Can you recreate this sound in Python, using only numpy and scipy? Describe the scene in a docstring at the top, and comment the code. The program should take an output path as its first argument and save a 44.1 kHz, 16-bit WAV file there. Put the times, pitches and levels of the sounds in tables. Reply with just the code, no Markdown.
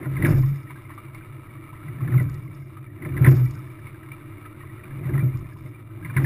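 """A single scull rows up a calm river, heard through its own hull from a closed case on the deck.
It opens on a finish: the oars turn in their locks, knock, rattle and judder, the hollow hull booms and
spray patters down. The boat glides, water rushing and gurgling along its skin, until the oars turn again
for the catch at 2.2 s and the rush sinks through the drive. A finish with the loudest thump follows at
3.3 s, a catch at 5.2 s, a softer finish at 6.2 s. The case lets little through above 3 kHz."""
import sys
import numpy as np
from scipy import signal
from scipy.fft import rfft, irfft
from scipy.io import wavfile
from scipy.ndimage import uniform_filter1d

SR = 44100
rng = np.random.default_rng(int(sys.argv[2]) if len(sys.argv) > 2 else 0)


def file_out(sig):
    """Save sig as 16-bit WAV at sys.argv[1]."""
    # one column per channel
    cols = np.atleast_2d(sig).T
    # limit, then scale
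    lim = np.clip(cols, -1, 1)
    pcm = np.round(lim * 32767).astype(np.int16)
    wavfile.write(sys.argv[1], SR, pcm)


N = 275625
T = np.arange(N) / SR
FREQS = np.maximum(np.arange(N + 1) * SR / (2 * N), 1)


# The ring of the stiff deck. Each row: frequency in Hz, width in Hz, gain in dB.
DECK_MODES = [(1034, 95, 4), (1270, 260, -5), (1754, 170, -2.5), (2005, 99, 3.5), (2225, 210, -1.5),
              (3590, 360, -19.5)]
# Collars and sleeves knocking in the oarlocks.
# Each row: start in seconds, relative peak in dB, pitch in Hz, pitch drop in octaves.
KNOCKS = [(.029, -34, 2070, 0.05), (.055, -31.5, 1420, 0), (.166, -25, 2124, .15),
          (.2225, -17.5, 2020, 0.014), (.248, -13, 2040, 0.69), (0.265, -25, 1940, 0.96),
          (1.881, -35, 2040, 0.14), (2.006, -35, 1120, 0.16), (2.075, -31, 1760, .05),
          (2.121, -31.5, 1890, 0.33), (2.139, -27.5, 1517, 0.98), (2.177, -28.5, 2150, 0.21),
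          (2.197, -26, 2015, 0.085), (3.022, -32, 2060, .1), (3.049, -28.5, 2114, 0.23),
          (3.166, -28.5, 2000, 0.34), (3.175, -26.5, 2030, 0.046), (3.2449, -14.5, 2010, 0.67),
          (3.262, -15.5, 2035, 0.45), (3.269, -22, 1710, .45), (5.091, -35, 1760, 0.31),
          (5.135, -32.5, 2120, 0.23), (5.151, -32.5, 1300, .05), (5.178, -26.5, 1890, .1),
          (5.192, -31.5, 2030, 0), (6.048, -28.5, 2100, 0.19), (6.096, -31.5, 1710, 0.52),
          (6.165, -17, 2195, 0.33), (6.171, -20.5, 1824, 0.54), (6.243, -20.5, 1910, 0.71)]

def oarlock_knocks(trim_db=-2, bounce_db=-10, faint_per_turn=3):
    """Each knock cracks, runs down the hull as a bending wave, highs first, shakes the deck, rebounds."""
    out = np.zeros(N)
    contact = steady(through(rng.standard_normal(N), resonances([(1730, 780, 0)])), 0.0043)
    deck = steady(through(rng.standard_normal(N), resonances(DECK_MODES)), 0.009)
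    # fainter knocks scatter just ahead of every turn of the oars
    faint = [(s - 0.2 * early, -40.5 - 5 * weak, 1974 * 2 ** (0.4 * (pitch - 0.5)), 0.15)
             for s, _ in FINISHES + CATCHES for early, weak, pitch in rng.random((faint_per_turn, 3))]
    for start, db, hz, fall in KNOCKS + faint:
        tone = ping(hz, t60=0.042, octaves=-fall, bend_s=0.00406, rise_s=0.0021)
        crack = burst(contact, start, t60=0.011)
        deck_ring = undb(-8) * burst(deck, start, t60=0.089)
        add(out, start, tone / tone.max() + crack + deck_ring, db + trim_db)
        late, lower = rng.random(2)
        rebound = ping(hz * 2 ** (-0.7 * lower), t60=0.033, octaves=-fall, bend_s=0.004, rise_s=0.00073)
        add(out, start + 0.007 * (0.2975 + late), rebound, db + bounce_db)
    return shell_echoes(out, wet_db=-13.5, t60=0.11)


# The boom of hull and riggers. Each row: frequency in Hz, width in Hz, gain in dB.
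HULL_MODES = [(24.7, 4.7, -16), (59.3, 6.7, -9.5), (104.6, 21.3, -3), (127.6, 26, 8.5), (206.5, 42, -24.5),
              (288.2, 19, -12.5), (353.2, 26.5, -18), (491, 25, -32.5), (611.6, 43, -31.5)]
# Low thumps and swells in the hull's boom, mostly as the oars turn.
# Each row: start in seconds, peak in dB, brightness as a tilt in dB per octave.
THUMPS = [(.061, -22.5, 9.5), (.237, -9.5, 6.5), (.278, -12, 7), (.298, -10.5, -9), (.33, -16.5, 3),
          (1.885, -26.5, -3.5), (2.12, -22, 3), (2.207, -10.5, 2.5), (2.259, -16, -3.5), (3.06, -22, 9.5),
          (3.209, -7.5, -3.5), (3.272, -2.5, 2.5), (3.318, -11, 2), (5.228, -11.5, 2), (5.260, -17.5, 4),
          (5.345, -17, -5), (5.651, -31, 9.5), (6.162, -13.5, 2), (6.183, -15.5, -4), (6.236, -14.5, -4)]

def hull_thumps(hull):
    """The hollow hull booms in its low modes; brighter thumps bring out the upper ones."""
    out = np.zeros(N)
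    for start, db, brightness in THUMPS:
        tilt = undb(brightness * np.log2(np.minimum(FREQS, 500) / 130))
        ring = irfft(hull * tilt)[:SR // 4]
        add(out, start, ring * fade(t60=6.6, rise_s=0.00069), db)
    return out


# Sleeves groaning under load. Each row: start in seconds, length in seconds, rate in Hz, level in dB.
JUDDERS = [(.365, 0.096, 128.7, -14.5), (.45, .125, 136, -19.5), (2.012, 0.063, 123.7, -20.5),
           (2.135, 0.075, 129.2, -14.5), (3.35, .17, 126.6, -20), (5.06, 0.051, 129.3, -20),
           (5.135, 0.072, 135, -17)]

def sleeve_judders(waver=0.0088, shake_db=2.5):
    """A turning sleeve sticks and slips in step with the hull's main resonance and makes it groan."""
    out = np.zeros(N)
    drift = 1 + waver * wander(40)
    grip = undb(shake_db * wander(60))
    for start, length, hz, db in JUDDERS:
        arch = np.sin(np.pi * np.clip((T - start) / length, 0, 1))
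        envelope = uniform_filter1d(np.sqrt(np.abs(arch)), SR // 50)  # the hull takes a few cycles
        phase = 2 * np.pi * np.cumsum(hz * drift * (T > start)) / SR
        out += np.sqrt(2) * undb(db) * envelope * grip * np.sin(phase)
    return out


# Blades leaving the water and feathering. Each row: time in seconds, vigour in dB.
FINISHES = [(.268, 0.5), (3.278, 0), (6.225, -6)]
# Blades squaring and dropping in. Each row: time in seconds, vigour in dB.
CATCHES = [(2.18, -0.5), (5.19, -1)]

def stroke_rumble(hull):
    """Small jolts rumble through the hull as the oars go slack, feather and square."""
    slack = swell(FINISHES, delay_s=-0.15, db=-27.5, rise=169, fall=65)
    finish = swell(FINISHES, delay_s=0.03, db=-19, rise=110, fall=64.5)
    catch = swell(CATCHES, delay_s=0, db=-22, rise=55.5, fall=51.5)
    jolts = clicks(per_s=900, spread_db=1.9)
    return (slack + finish + catch) * steady(through(jolts, hull), 0.02)


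# The tone of the loose fittings. Each row: frequency in Hz, gain in dB.
RATTLE_EQ = [(170, -0.5), (230, 2), (290, 5.5), (355, 9), (420, -10.5), (600, -11.5), (830, -15.5),
             (1050, -15.5), (2100, -17), (2600, -25.5), (3200, -38.5), (5000, -50.5), (8000, -49)]

def fittings_rattle():
    """The fittings chatter in dense tiny impacts as the oars go slack and turn."""
    slack = swell(FINISHES, delay_s=-0.25, db=-37, rise=420, fall=91)
    finish = swell(FINISHES, delay_s=-0.005, db=-22, rise=257, fall=133)
    catch = swell(CATCHES, delay_s=-0.06, db=-34.5, rise=76.5, fall=95.5)
    chatter = clicks(per_s=2500, spread_db=1.4) * undb(3.2 * wander(90))
    return (slack + finish + catch) * steady(through(chatter, eq_curve(RATTLE_EQ)), 0.016)


# The hum of the hull's skin under running water. Each row: frequency in Hz, width in Hz, gain in dB.
SKIN_MODES = [(22.9, 27, -14.5), (61, 7.5, -18), (107.8, 30.3, -1.5), (131.5, 13.6, 0.5), (175.6, 78, -21),
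              (304.9, 20.7, -10.5), (321.4, 27.3, -8), (352.6, 18, -12), (398, 33, -27.5), (611, 89, -27.5)]

def skin_drone(db=-40.5):
    """The flow drums on the skin and keeps its low modes sounding."""
    return undb(db) * steady(through(rng.standard_normal(N), resonances(SKIN_MODES)), 0.4)


# The tone of the rushing water. Each row: frequency in Hz, gain in dB.
RUSH_EQ = [(450, -11.5), (850, -8.5), (1030, -2), (1260, 4), (1550, -6), (1900, -5), (2300, 1.5),
           (2600, -13.5), (2850, -9.5), (3200, -23), (3650, -14.5), (4300, -28), (6300, -39.5),
           (9000, -23.5)]
# Larger gulps against the skin. Each row: start in seconds, relative peak in dB, pitch in Hz.
GULPS = [(0.433, -37.5, 1063), (.703, -39.5, 1003), (.706, -40, 2160), (.758, -40, 1610), (.902, -36, 1090),
         (.912, -45, 1810), (0.977, -33, 1190), (1.045, -41, 1230), (1.146, -38, 2180), (1.69, -40, 1286),
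         (1.729, -42, 1020), (2.768, -38, 1240), (3.869, -36, 2190), (4.117, -33, 2330), (4.456, -38, 1274),
         (4.837, -39.5, 2414), (5.66, -43, 2150)]

def water(bubble_count=260, bubble_over_rush_db=9, gulp_trim_db=-0.5):
    """Water laps and bubbles along the skin; a gulp is a small slap and a bubble rising in pitch."""
    lapping = clicks(per_s=4000, spread_db=2.9) * undb(2 * wander(30))
    rush = steady(through(lapping, eq_curve(RUSH_EQ)), 0.1)
    bubbles, gulps = np.zeros(N), np.zeros(N)
    for when, weak, pitch, ring in rng.random((bubble_count, 4)):
        hz = 1000 + 1450 * pitch
        bubble = ping(hz, t60=0.012 + 0.042 * ring, octaves=0.049, bend_s=0.007, rise_s=0.0023)
        add(bubbles, when * N / SR, bubble, bubble_over_rush_db - 12 * weak)
    slap_noise = steady(rush, 0.0034)
    for start, db, hz in GULPS:
        bubble = ping(hz, t60=0.066, octaves=0.096, bend_s=0.012, rise_s=0.00036)
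        slap = undb(-10) * burst(slap_noise, start, t60=0.066)
        add(gulps, start, bubble + slap, db + gulp_trim_db)
    return shell_echoes(flow() * (rush + bubbles) + gulps, wet_db=-9, t60=0.057)


def flow(glide_db=-53, sag_db_per_s=7, release_s=0.24):
    """Gain of the rush: even on the glide, sinking through each drive, lifted by the blades' wash."""
    driving_s = sum((T - catch) * (T > catch) * (T < finish - release_s)
                    for (catch, _), (finish, _) in zip(CATCHES, FINISHES[1:]))
    bed = undb(glide_db - sag_db_per_s * uniform_filter1d(driving_s, SR // 30))
    finish_wash = swell(FINISHES, delay_s=-0.03, db=-46.5, rise=110, fall=93)
    catch_wash = swell(CATCHES, delay_s=0.01, db=-55, rise=58.5, fall=121)
    return bed + finish_wash + catch_wash


# Larger drops off the blades. Each row: start in seconds, peak in dB.
DROPS = [(.2662, -37), (.372, -48), (.9486, -55), (1.146, -53), (2.2961, -47), (2.342, -45), (3.312, -39),
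         (3.5093, -47), (3.5532, -49), (5.3716, -48.5)]

def drops(small_per_turn=6, small_db=-52.5, flight_s=0.24):
    """Single drops tick on the deck; small ones land at random after each turn of the oars."""
    out = np.zeros(N)
    grain = through(rng.standard_normal(N), resonances([(5150, 3900, 0.0092), (6720, 750, 0.0096)]))
    small = [(s + flight_s * late, small_db + vigour - 9 * weak)
             for s, vigour in FINISHES + CATCHES for late, weak in rng.random((small_per_turn, 2))]
    for start, db in DROPS + small:
        add(out, start, burst(grain, start, t60=0.012), db)
    return out


def spray():
    """Fine spray patters down as a faint, flickering hiss just after the oars turn."""
    finish = swell(FINISHES, delay_s=0.012, db=-55, rise=520, fall=55.5)
    catch = swell(CATCHES, delay_s=0.44, db=-71.5, rise=35, fall=134)
    patter = rng.standard_normal(N) * undb(5.3 * wander(140))
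    sheen = resonances([(3610, 390, 0.5), (5200, 1000, 1), (6470, 1100, -3.5)])
    return (finish + catch) * steady(through(patter, sheen), 0.14)


def shell_echoes(x, wet_db, t60):
    """Waves run to and fro in the thin shell and smear each sound with a short rough tail."""
    tail = rng.standard_normal(SR // 4) * fade(t60, rise_s=0.00067)
    tail /= np.sqrt(np.sum(tail ** 2))
    return x + undb(wet_db) * signal.fftconvolve(x, tail)[:N]


def swell(turns, delay_s, db, rise, fall):
    """Gain peaking at db plus vigour, delay_s after each turn; rise and fall are in dB per second."""
    return sum(undb(db + vigour - np.maximum(rise * (s + delay_s - T), fall * (T - s - delay_s)))
               for s, vigour in turns)


def ping(hz, t60, octaves, bend_s, rise_s):
    """A damped ring whose pitch slides by some octaves within about bend_s."""
    pitch = hz * 2 ** (octaves * (0.5 - np.exp(-T[:SR // 4] / bend_s)))
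    return np.sin(2 * np.pi * np.cumsum(pitch) / SR) * fade(t60, rise_s)


def burst(noise, start, t60):
    """A short decaying piece of noise, different for every start."""
    return np.roll(noise, -int(start * SR))[:SR // 4] * fade(t60, rise_s=0.0022)


def fade(t60, rise_s):
    """A quarter-second envelope: quick attack, then a decay of 60 dB per t60 seconds."""
    t = T[:SR // 4]
    return (1 - np.exp(-t / rise_s)) * np.exp(-np.log(1000) * t / t60)


def clicks(per_s, spread_db):
    """Random tiny impacts of widely varying size."""
    hits = (rng.random(N) < per_s / SR) * rng.standard_normal(N)
    return hits * undb(spread_db * np.minimum(rng.exponential(size=N), 3))


def wander(per_s):
    """Random levels held 1 / per_s seconds and slewed twice, with an rms of 1."""
    hold = int(SR / per_s)
    steps = rng.standard_normal(1000)[np.arange(N) // hold % 1000]
    slewed = uniform_filter1d(uniform_filter1d(steps, hold), hold)
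    return slewed / np.sqrt(np.mean(slewed ** 2))


def steady(x, seconds):
    """Ride the rms to 1, evening out swells slower than the given time."""
    window = int(seconds * SR)
    power = uniform_filter1d(uniform_filter1d(x ** 2, window), window)
    return x / np.sqrt(power + 1e-12)


def resonances(modes):
    """Response of (Hz, width in Hz, dB) modes, each squared: steep skirts, a ring that swells first."""
    return sum(undb(db) / (1 + 1j * hz / width * (FREQS / hz - hz / FREQS)) ** 2
               for hz, width, db in modes)


def eq_curve(points):
    """Causal response through (Hz, dB) points, falling away beyond both ends."""
    hz, db = np.transpose(points)
    octaves_beyond = np.maximum(np.log2(hz[0] / FREQS), 0) + np.maximum(np.log2(FREQS / hz[-1]), 0)
    curve_db = np.interp(np.log(FREQS), np.log(hz), db) - 13.3 * octaves_beyond
    cepstrum = irfft(np.log(undb(curve_db)))
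    return np.exp(rfft(2 * cepstrum[:N] * (T > 0), 2 * N))


def through(x, response):
    """Filter x by a frequency response."""
    return irfft(rfft(x, 2 * N) * response)[:N]


def add(out, start, x, db):
    """Mix a short sound in at start seconds with its peak at db."""
    i = int(np.clip(start * SR, 0, N))
    out[i:i + len(x)] += (undb(db) * x / np.abs(x).max())[:N - i]


def undb(db):
    """Decibels to gain."""
    return 10 ** (np.asarray(db) / 20)


def scene():
    """Everything reaches the one microphone through the deck, with no room around it."""
    hull = resonances(HULL_MODES)
    oars = oarlock_knocks() + hull_thumps(hull) + sleeve_judders()
    shaking = stroke_rumble(hull) + fittings_rattle()
    river = spray() + skin_drone() + water() + drops()
    return (oars + shaking + river)[None]


def record(dry, mirror_hz=12000, mirror_db=2, ceiling=0.7, top_hz=15000):
    """The camera mirrors the sound around mirror_hz, a faint glassy sizzle, and flattens top peaks."""
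    slope = signal.sosfilt(signal.butter(4, 4200, fs=SR, output="sos"), np.diff(dry, prepend=0))
    sizzle = undb(mirror_db) * slope * np.cos(2 * np.pi * mirror_hz * T)
    limited = np.clip(dry + sizzle, -ceiling, ceiling)
    return signal.sosfilt(signal.ellip(8, 0.2, 70, top_hz, fs=SR, output="sos"), limited)


dry = scene()
out = record(dry)
file_out(out)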